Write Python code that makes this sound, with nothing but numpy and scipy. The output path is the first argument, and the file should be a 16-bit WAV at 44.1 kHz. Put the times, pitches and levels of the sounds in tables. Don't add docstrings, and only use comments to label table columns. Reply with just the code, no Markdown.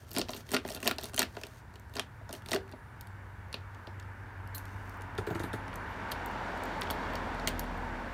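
import sys
import numpy as np
from scipy import signal
from scipy.io import wavfile
from scipy.ndimage import uniform_filter1d

SR = 44100
rng = np.random.default_rng(int(sys.argv[2]) if len(sys.argv) > 2 else 0)


def dump_mix(stems):
    frames = np.atleast_2d(stems).T
    limited = np.clip(frames, -1, 1)
    pcm = np.round(limited * 32767).astype(np.int16)
    wavfile.write(sys.argv[1], SR, pcm)


def linear_from_db(decibels):
    return 10 ** (np.asarray(decibels, float) / 20)


N = 358533

# (frequency [Hz], level [dB], decay time t60 [s])
BARREL_MODES = [(1122, -0.5, 0.0063), (1417, -2.5, 0.039), (1870, 8.5, 0.0066), (2560, 5, 0.0054),
                (2800, 0, 0.018), (3200, 1.5, 0.013), (3670, 5.5, 0.0069), (4160, 1.5, 0.012),
                (4580, 6.5, 0.0072), (5480, 4, 0.0065)]
# (frequency [Hz], level [dB], decay time t60 [s])
PIN_MODES = [(6290, -2.5, 0.0056), (6870, 8, 0.0014), (8780, 8, 0.0017), (10000, -10, 0.0017),
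             (11260, -2.5, 0.0053), (12520, 4, 0.0023), (13800, -9, 0.00254), (15100, -2, 0.005)]
BODY_SCATTER_DB = 3.0


def rms_one(x):
    return x / np.sqrt(np.mean(x ** 2) + 1e-20)


def in_time(rows):
    s, *columns = np.transpose(rows)
    return [np.interp(np.arange(N) / SR, s, column) for column in columns]


def during(rows):
    t = np.arange(N) / SR
    return np.clip(np.minimum(t - rows[0][0], rows[-1][0] - t) * 50, 0, 1)


def at_hz(points, hz):
    point_hz, point_db = np.transpose(points)
    return np.interp(np.log(hz), np.log(point_hz), point_db)


def drift(rate):
    pole = np.exp(-80 * np.pi * rate / SR)
    chance = rng.standard_normal(N // 40 + 2002)
    slow = signal.lfilter([1], [1, -2 * pole, pole * pole], chance)[2000:]
    return np.interp(np.arange(N) / 40, np.arange(len(slow)), rms_one(slow))


def ring(force, hz, t60):
    r, w = linear_from_db(-60 / (t60 * SR)), 2 * np.pi * hz / SR
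    return signal.lfilter([0, np.sin(w)], [1, -2 * r * np.cos(w), r * r], force + 1e-18)


def strike(times, level_db, modes, chatter_s, chatter_db, scatter_db, rub=0, centre_hz=None, focus_db=0):
    at = np.round(np.asarray(times) * SR).astype(int)
    luck = rng.standard_normal((len(at), 2, len(modes)))
    keep = np.exp(-1 / (max(chatter_s, 1e-4) * SR))
    out = np.zeros(N)
    shiver = rng.standard_normal(N)
    for k, (hz, mode_db, t60) in enumerate(modes):
        octaves = 0 if centre_hz is None else np.minimum(np.abs(np.log2(hz / centre_hz)), 1)
        blow_db = level_db + scatter_db * luck[:, 0, k] - focus_db * octaves
        blows = np.zeros(N)
        blows[at] = linear_from_db(blow_db) * np.sign(luck[:, 1, k])
        chatter = signal.lfilter([np.sqrt(1 - keep ** 2)], [1, -keep], blows + 1e-18)
        force = blows + (linear_from_db(chatter_db) * chatter + rub) * shiver
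        out += linear_from_db(mode_db) * ring(force, hz, t60)
    return out


def bands():
    edges = 36 * 2 ** np.arange(0, 9.1, 1 / 3)
    white = rng.standard_normal((2, N))
    for k, (low, high) in enumerate(zip(edges, edges[1:])):
        sos = signal.butter(2, [low, high], "band", fs=SR, output="sos")
        yield np.sqrt(low * high), sos, signal.sosfilt(sos, white[k % 2])


def tone(rows, orders=((1, 0),), wobble_db=0.0, rate=6.5):
    hz, level_db = in_time(rows)
    phase = 2 * np.pi * np.cumsum(hz) / SR
    harmonics = 0
    for k, order_db in orders:
        harmonics = harmonics + linear_from_db(order_db + wobble_db * drift(rate)) * np.sin(k * phase)
    return np.sqrt(2) * during(rows) * linear_from_db(level_db) * harmonics


def car():
    # (time [s], level [dB])
    approach = [(0, -17.5), (1.6, -14.5), (3.0, -11.5), (3.598, -10.5), (4.6, -7.5), (5.7, -3), (6.3, -0.5),
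                (7.0, 0), (7.601, -1.5), (8.13, -2.5)]
    # (far traffic [dB], car at its closest [dB], share of the approach [ratio], lag [s])
    layers = [
        (-50.5, -47, 0.48, 1),
        (-60.5, -40.5, 1.75, 0.24),
        (-76, -40, 1.304, 0.0),
        (-72, -53.5, 2.5, 0.12),
    ]
    # (frequency [Hz], level [dB per Hz])
    far_spectrum = [(40, -7), (96, 1.5), (167, -15), (290, -22), (580, -25), (965, -27.5), (1180, -25.5),
                    (1630, -23.5), (2100, -31), (3000, -43), (5000, -48), (16000, -60.5)]
    # (frequency [Hz], level [dB per Hz])
    close_spectrum = [(24, -32), (40, -23), (77, -6), (109, -14), (140, -10), (372, -13.5), (896, 0),
                      (1180, -9), (1630, -9), (3300, -18.5), (14800, -66), (16000, -54)]
    # (frequency [Hz], width [Hz], lift [dB])
    tread = [(925, 134, 7.5), (1500, 116, 2.5)]
    s, gain_db = np.transpose(approach)
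    levels = []
    for far_db, close_db, share, lag in layers:
        car_db = close_db + share * np.interp(np.arange(N) / SR - lag, s, gain_db)
        levels.append(10 * np.log10(linear_from_db(2 * far_db) + linear_from_db(2 * car_db)))
    near = np.clip((levels[2] - levels[2].min() - 12.0) / 23.6, 0, 1)
    parts, together = np.zeros((4, N)), drift(3.0)
    for hz, _, noise in bands():
        colour_db = (1 - near) * at_hz(far_spectrum, hz) + near * at_hz(close_spectrum, hz)
        layer = np.searchsorted([180, 700, 2600], hz)
        parts[layer] += linear_from_db(colour_db + 0.24 * together + 0.83 * drift(8.3)) * noise
    out = 0
    for part, level_db in zip(parts, levels):
        loudness = np.sqrt(uniform_filter1d(part ** 2, size=SR, mode="reflect"))
        out = out + linear_from_db(level_db - 2.0) * part / loudness
    for hz, width_hz, lift_db in tread:
        out = out + (linear_from_db(lift_db) - 1) * signal.lfilter(*signal.iirpeak(hz, hz / width_hz, SR), out)
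    return out


def engines():
    # (time [s], frequency [Hz], level [dB])
    drone = [
        (1.5, 100.5, -67.5),
        (3.1, 97.95, -52.5),
        (4.5, 96.45, -48),
        (5.3, 98.2, -51.5),
        (6.1, 96.7, -55),
    ]
    # (time [s], frequency [Hz], level [dB])
    firing = [
        (4.0, 48.4, -64),
        (4.7, 46.45, -58),
        (6.2, 44.3, -52),
        (6.8, 43.07, -51),
        (7.6, 41.66, -43),
        (8.13, 41, -50.5),
    ]
    # (multiple [ratio], level [dB])
    firing_orders = [(1, 1.5), (2, -4.5), (4, -10), (6, -5.5)]
    far = tone(drone, ((1, 2.5), (2, -22.0)), wobble_db=0.5)
    return far + tone(firing, firing_orders, wobble_db=1.5)


def squeaks():
    # (time [s], frequency [Hz], level [dB])
    glides = [
        [(2.60, 11000, -88), (2.635, 10300, -77), (2.684, 9600, -90), (2.745, 10300, -80), (2.775, 10300, -81),
         (2.83, 9100, -81), (2.885, 9480, -83), (2.93, 9330, -84), (2.996, 8200, -87), (3.15, 7450, -90),
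         (3.3, 6500, -91)],
        [(5.57, 9700, -86), (5.595, 10400, -82), (5.63, 9900, -82), (5.67, 10200, -84), (5.72, 9700, -92),
         (5.78, 10500, -82), (5.81, 10050, -79), (5.85, 10900, -80), (5.89, 11350, -80), (5.93, 10900, -81),
         (5.97, 9700, -81), (6.09, 8700, -80)],
        [(5.845, 12200, -86), (5.88, 12600, -82), (5.92, 12350, -82), (5.945, 11900, -86)],
    ]
    return linear_from_db(1.5) * sum(tone(rows, wobble_db=4.5, rate=14.0) for rows in glides)


def tank():
    # (time [s], level [dB], frequency [Hz], decay time t60 [s])
    tank_ring = (2.55, -41.5, 388, .55)
    s, level_db, hz, t60 = tank_ring
    blow = np.zeros(N)
    blow[round(s * SR)] = linear_from_db(level_db)
    return ring(blow, hz, t60)


def steering():
    # (time [s], barrel [dB], tick [dB], thud [dB])
    jerks = [
        (5.179, -29, -46, -26),
        (5.267, -34, -44.5, -30.5),
        (5.303, -37, -43.5, -29),
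        (5.349, -35, -44, -29.5),
        (5.395, -37, -45, -31),
        (5.434, -29, -43.5, -30),
        (5.531, -27.5, -42, -27),
    ]
    # (frequency [Hz], level [dB], decay time t60 [s])
    fork_modes = [(108.5, 3, 0.083), (151, 0, 0.063), (205, 3, 0.025), (337, 1, 0.049), (411.5, 0, 0.055),
                  (695, 4.5, 0.016), (990, -5, .015), (1327, -1.5, 0.033), (1730, 4, 0.0063),
                  (2300, -1.5, 0.0046)]
    s, barrel_db, pin_db, thud_db = np.transpose(jerks)
    fork = strike(s + .006, thud_db - 7.5, fork_modes, chatter_s=0.0091, chatter_db=-2.0, scatter_db=3.0)
    barrel = strike(s, barrel_db - 22.5, BARREL_MODES, chatter_s=0.0083, chatter_db=13.0,
                    scatter_db=BODY_SCATTER_DB, centre_hz=3700, focus_db=28.0)
    pins = strike(s, pin_db - 16.5, PIN_MODES, chatter_s=0.023, chatter_db=15.5, scatter_db=BODY_SCATTER_DB)
    return fork + barrel + pins


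def key_ring():
    # (time [s], level [dB])
    hits = [
        (4.546, -43),
        (4.552, -37),
        (4.557, -53),
        (4.565, -48),
        (4.58, -48),
    ]
    # (frequency [Hz], level [dB], decay time t60 [s])
    ring_modes = [(4170, 0, 0.019), (8150, -3.5, .02), (11150, -3, 0.036), (11630, -5, 0.14),
                  (12300, -1, 0.061), (13900, -6, .03), (15200, 3, 0.02)]
    s, hit_db = np.transpose(hits)
    return strike(s, hit_db - 8.5, ring_modes, chatter_s=0.007, chatter_db=5.0, scatter_db=BODY_SCATTER_DB)


def contacts():
    # (time [s], centre of ring [Hz], barrel ring [dB], tick [dB], body thud [dB])
    clunks = [(0.164, 3260, -26, -32, -28.5), (0.1836, 4100, -27.5, -24, -23.5),
              (0.1935, 4460, -28, -31, -31.5), (0.2146, 4440, -23, -40, -40),
              (0.2918, 4360, -30.5, -43, -30), (0.533, 2100, -50, -39, -30),
              (0.5446, 4770, -17, -29, -29.5), (0.5494, 1500, -22.5, -36, -53),
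              (0.5654, 2800, -17, -33, -29.5), (0.65, 2000, -36, -53, -35), (0.8528, 3590, -47, -43.5, -36),
              (0.8754, 4660, -13.5, -16, -23), (0.8937, 1500, -26, -43, -35.5),
              (0.9118, 2400, -19.5, -31, -36.5), (0.9839, 4570, -29.5, -39, -32),
              (1.178, 3200, -27, -36, -31.5), (1.1928, 4450, -16.5, -16.5, -26),
              (1.2005, 1920, -20.5, -35, -48), (1.2186, 1500, -20, -25.5, -30),
              (1.2286, 2300, -19.5, -28, -30.5), (1.9956, 3030, -22, -37, -37),
              (2.5168, 5000, -24.5, -31, -26.5), (2.532, 1600, -20, -31.5, -37),
              (2.5461, 3700, -35, -34, -31)]
    # (time [s],
    # centre of ring [Hz], barrel ring [dB], tick [dB])
    light_clicks = [(.0488, 2500, -59, -66), (.0912, 6000, -54, -54), (0.1081, 4740, -50, -46),
                    (0.1322, 6500, -51, -41), (0.157, 4640, -42, -44), (0.2065, 4000, -38, -45),
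                    (0.334, 4280, -33, -47), (0.3489, 4700, -46, -43), (0.369, 2140, -47, -46),
                    (0.5168, 6350, -31.5, -32.5), (0.5282, 3500, -37, -39), (0.54, 1390, -23, -31),
                    (0.688, 2600, -34, -40), (0.7027, 4900, -34, -33), (0.7165, 3500, -35, -40),
                    (0.7478, 3700, -37, -32), (0.7579, 1500, -43, -40), (0.8028, 2590, -43, -42),
                    (0.8291, 2600, -29.5, -40), (0.8462, 3200, -43, -38), (1.0118, 4700, -46, -42),
                    (1.028, 3530, -38, -68), (1.0418, 4800, -33, -41), (1.0554, 6500, -39, -37),
                    (1.1344, 2200, -39.5, -46), (1.1438, 2800, -34.5, -35), (1.1627, 6440, -75, -30),
                    (1.3679, 2150, -33, -51), (1.414, 2000, -43, -47), (1.4353, 2850, -31, -41),
                    (1.4512, 4700, -50, -53), (1.4677, 6500, -44, -44),
                    (1.7567, 3400, -44.5, -54), (1.7975, 1600, -59, -52), (1.9382, 4100, -43, -49),
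                   (1.9555, 2600, -39.5, -39), (1.967, 5430, -29.5, -39), (1.9733, 1710, -37, -45),
                   (1.9844, 1400, -32.5, -54), (2.292, 1300, -37.5, -49.5), (2.309, 3000, -41, -51),
                   (2.328, 3460, -39, -36), (2.338, 2700, -42, -44), (2.35, 3300, -43, -42),
                   (2.4608, 3800, -43, -48), (2.4868, 6500, -36, -41), (2.495, 6500, -42, -44),
                   (2.51, 3700, -40, -40), (2.5607, 1590, -23.5, -38), (2.715, 1800, -49, -52),
                   (2.7232, 3580, -48, -68),
                    (0.1149, 4400, -44.5, -42), (0.1404, 3800, -49, -43), (0.15, 4300, -36.5, -41),
             (0.1726, 4300, -25, -44), (0.2855, 2900, -35, -50), (0.3057, 4100, -51, -38),
             (0.3116, 4500, -53, -51), (0.3164, 6400, -43, -45), (0.3441, 3700, -41, -45),
             (0.3648, 3700, -37.5, -44), (0.3739, 2700, -48, -49), (0.4668, 5000, -51, -61),
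             (0.4906, 3600, -43, -43), (0.5067, 4800, -41, -40), (0.5235, 3200, -43, -38.5),
             (0.5355, 2000, -30, -35), (0.6609, 1900, -48, -53), (0.6777, 1900, -41, -39),
             (0.6978, 3500, -45.5, -37), (0.7241, 6500, -46.5, -39), (0.7368, 5000, -47, -49),
             (0.7638, 2000, -36, -39.5), (0.7729, 3600, -38.5, -48), (0.7792, 1900, -53.5, -58),
             (0.8169, 6500, -53.5, -49.5), (0.8591, 2000, -32, -39), (0.8692, 2800, -28, -34.5),
             (0.8827, 3200, -31.5, -34.5), (0.9617, 1900, -58, -51), (0.9951, 1800, -41, -50),
             (1.0349, 3600, -46, -36.5), (1.0648, 3600, -49, -43), (1.0957, 1900, -44, -47),
             (1.1186, 1900, -68, -54), (1.1702, 3300, -44, -37), (1.1838, 1900, -29, -38),
             (1.2048, 2800, -25, -37), (1.2342, 1900, -32, -42), (1.3522, 1800, -49, -59),
             (1.3852, 1800, -49, -58), (1.7394, 2000, -51, -60), (1.8961, 1800, -58, -58),
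             (1.9523, 2700, -46, -51), (2.3629, 1800, -58, -49), (2.3809, 2000, -60, -59),
             (2.4211, 1800, -51, -54), (2.5373, 1900, -23.5, -40), (2.5527, 1800, -35, -47),
             (2.6783, 1900, -56, -61), (2.6926, 1800, -54, -60)]
    light = np.array(light_clicks)
    thud_db = light[:, 2] - 7.0 - 1.0 * np.log2(light[:, 1] / 3000)
    return np.vstack([clunks, np.column_stack([light, thud_db])])


def pressure_db():
    # (full pressure at [s], held [s], scrape [dB])
    strokes = [(.0, 0.037, -67), (0.086, .04, -65), (.17, 0.019, -48.5), (.31, 0.098, -57),
               (0.491, 0.063, -58.5), (0.679, 0.068, -56), (0.864, 0.017, -45), (1.019, 0.068, -57.5),
               (1.19, 0.014, -51), (1.3, 0.295, -67.5), (3.72, 0.14, -83), (1.971, 0.013, -59),
               (2.34, 0.038, -61), (2.529, 0.01, -48.5), (4.58, .38, -70.5)]
    press_db_per_s, ease_db_per_s = 340.5, 599
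    t = np.arange(N) / SR
    presses = []
    for s, held, db in strokes:
        rise_db = press_db_per_s * np.maximum(s - t, 0)
        fall_db = ease_db_per_s * np.maximum(t - s - held, 0)
        presses.append(db - rise_db - fall_db)
    return np.max(presses, axis=0)


def key_grit():
    catches_per_s = 600
    sizes = linear_from_db(2.5 * np.minimum(rng.exponential(1, N), 4))
    catches = sizes * (rng.random(N) < catches_per_s / SR)
    return linear_from_db(pressure_db()) * (1 + 1.3 * signal.lfilter([1], [1, -.96], catches))


def lock():
    # (time [s], centre of ring [Hz], barrel ring [dB], tick [dB])
    turning = [(3.01, 4700, -46, -34.5), (3.071, 2160, -50, -51), (3.528, 4930, -35.5, -43),
               (3.542, 3300, -25.5, -40), (3.8712, 3900, -41.5, -58), (3.9981, 2600, -44.5, -55.5),
               (4.548, 4260, -47, -39), (4.5805, 6500, -47, -39), (4.6545, 3400, -47, -49),
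               (5.0197, 2200, -46, -50), (5.68, 2220, -42.5, -52), (5.74, 3700, -58, -55),
               (5.757, 4300, -57, -42.5), (6.118, 3420, -31, -31.5), (6.2602, 4250, -70.5, -36.5),
               (6.6364, 4403, -54, -41), (6.6545, 4460, -49, -44), (6.8123, 5400, -74, -38),
               (6.818, 3300, -26.5, -50), (6.833, 5850, -44, -44), (6.872, 2560, -38, -62),
               (6.9017, 3070, -28, -37), (6.9075, 4400, -36, -26), (6.9157, 5050, -37, -47),
               (7.135, 2314, -38, -47), (7.1547, 5200, -36.5, -37), (7.3976, 5600, -39, -54),
               (7.474, 2300, -17.5, -26), (7.482, 3370, -30, -27), (7.594, 5630, -33.5, -25)]
    # (time [s], centre of ring [Hz], barrel ring [dB], tick [dB])
    faint = [(3.7466, 3500, -53, -63), (4.0267, 5400, -53, -65), (4.4748, 4500, -59, -55),
             (4.895, 5430, -55, -52), (4.9713, 5400, -70, -57), (5.0097, 5000, -54, -58),
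             (5.1515, 4950, -55, -57), (5.73, 3000, -44, -59), (6.1011, 4940, -56, -79),
             (6.114, 5400, -55, -38), (6.1218, 2600, -33, -36), (6.3128, 5400, -65, -54),
             (6.5756, 5400, -65, -55), (7.3476, 5400, -55, -55), (7.489, 3100, -41, -36),
             (7.5793, 5400, -61, -58), (7.6402, 5400, -59, -53), (7.7772, 5400, -65, -54)]
    # (time [s], centre [Hz], level [dB])
    body_knocks = [(.03, 390, -50.5), (.345, 650, -35.5), (.862, 400, -27), (1.369, 500, -34),
                   (1.034, 270, -36), (1.958, 390, -35), (2.21, 660, -43.5), (2.30, 640, -36),
                   (2.331, 300, -39.5), (2.734, 635, -36.5), (3.542, 600, -37.5), (3.872, 400, -39.5),
                   (6.12, 640, -35), (6.908, 644, -28), (7.474, 640, -28.5)]
    # (frequency [Hz], level [dB], decay time t60 [s])
    body_modes = [(204, -3, 0.045), (251.7, 7, 0.075), (344, 2, 0.051), (400, 3, 0.074), (520, -8, 0.07),
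                  (635, 6, 0.052), (704, -1.5, 0.053), (860, -0.5, .03), (1006, 1.5, 0.02)]
    worked = contacts()
    s, centre_hz, barrel_db, pin_db = np.vstack([worked[:, :4], turning, faint]).T
    grit = key_grit()
    barrel = strike(s, barrel_db - 10.5, BARREL_MODES, chatter_s=.0022, chatter_db=4.0, scatter_db=0.0,
                    rub=grit * linear_from_db(-32.5), centre_hz=centre_hz, focus_db=9.0)
    light = np.clip((pin_db - barrel_db + 9.5) / 20.0, 0, 1)
    pins = strike(s, pin_db - 8.5, PIN_MODES, chatter_s=.0016, chatter_db=6.5, scatter_db=3.5,
                  rub=grit * linear_from_db(-25.5), centre_hz=7500 * 2 ** (0.92 * light), focus_db=5.5)
    body = strike(worked[:, 0] + .002, worked[:, 4] - 12.5, body_modes, chatter_s=0.0021, chatter_db=0.0,
                  scatter_db=BODY_SCATTER_DB, rub=grit * linear_from_db(-36.5))
    knock_s, knock_hz, knock_db = np.transpose(body_knocks)
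    knocks = strike(knock_s + .002, knock_db - 9.0, body_modes, chatter_s=0.0043, chatter_db=-10.5,
                    scatter_db=-0.5, centre_hz=knock_hz, focus_db=4.5)
    no_bass = signal.butter(2, 170, "high", fs=SR, output="sos")
    return signal.sosfilt(no_bass, barrel + pins + body + knocks)


def surrounds(near):
    # (frequency [Hz], level [dB])
    wash = [(300, -20.5), (1500, -23.5), (3500, -22), (7000, -25.5), (14000, -27.5)]
    out = np.zeros(N)
    for hz, sos, noise in bands():
        t60 = .16 * (hz / 3000) ** -.1
        keep = linear_from_db(-120 / (SR * t60))
        power = signal.lfilter([1 - keep], [1, -keep], signal.sosfilt(sos, near) ** 2)
        out += linear_from_db(at_hz(wash, hz) + 14.0) * rms_one(noise) * np.sqrt(power + 1e-18)
    return out


def scene():
    near = lock() + steering() + key_ring()
    background = car() + engines() + squeaks()
    return (near + surrounds(near) + tank() + background)[None, :]


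def low_pass(x):
    return signal.sosfilt(signal.butter(12, 16850, fs=SR, output="sos"), x)


def record(dry):
    hiss = linear_from_db(-75.5) * rng.standard_normal(N)
    cut = signal.sosfilt(signal.butter(8, 36, "high", fs=SR, output="sos"), dry + hiss)
    cut = signal.sosfilt(signal.cheby2(10, 60, 16900, fs=SR, output="sos"), cut)
    return low_pass(cut)


dry = scene()
out = record(dry)
dump_mix(out)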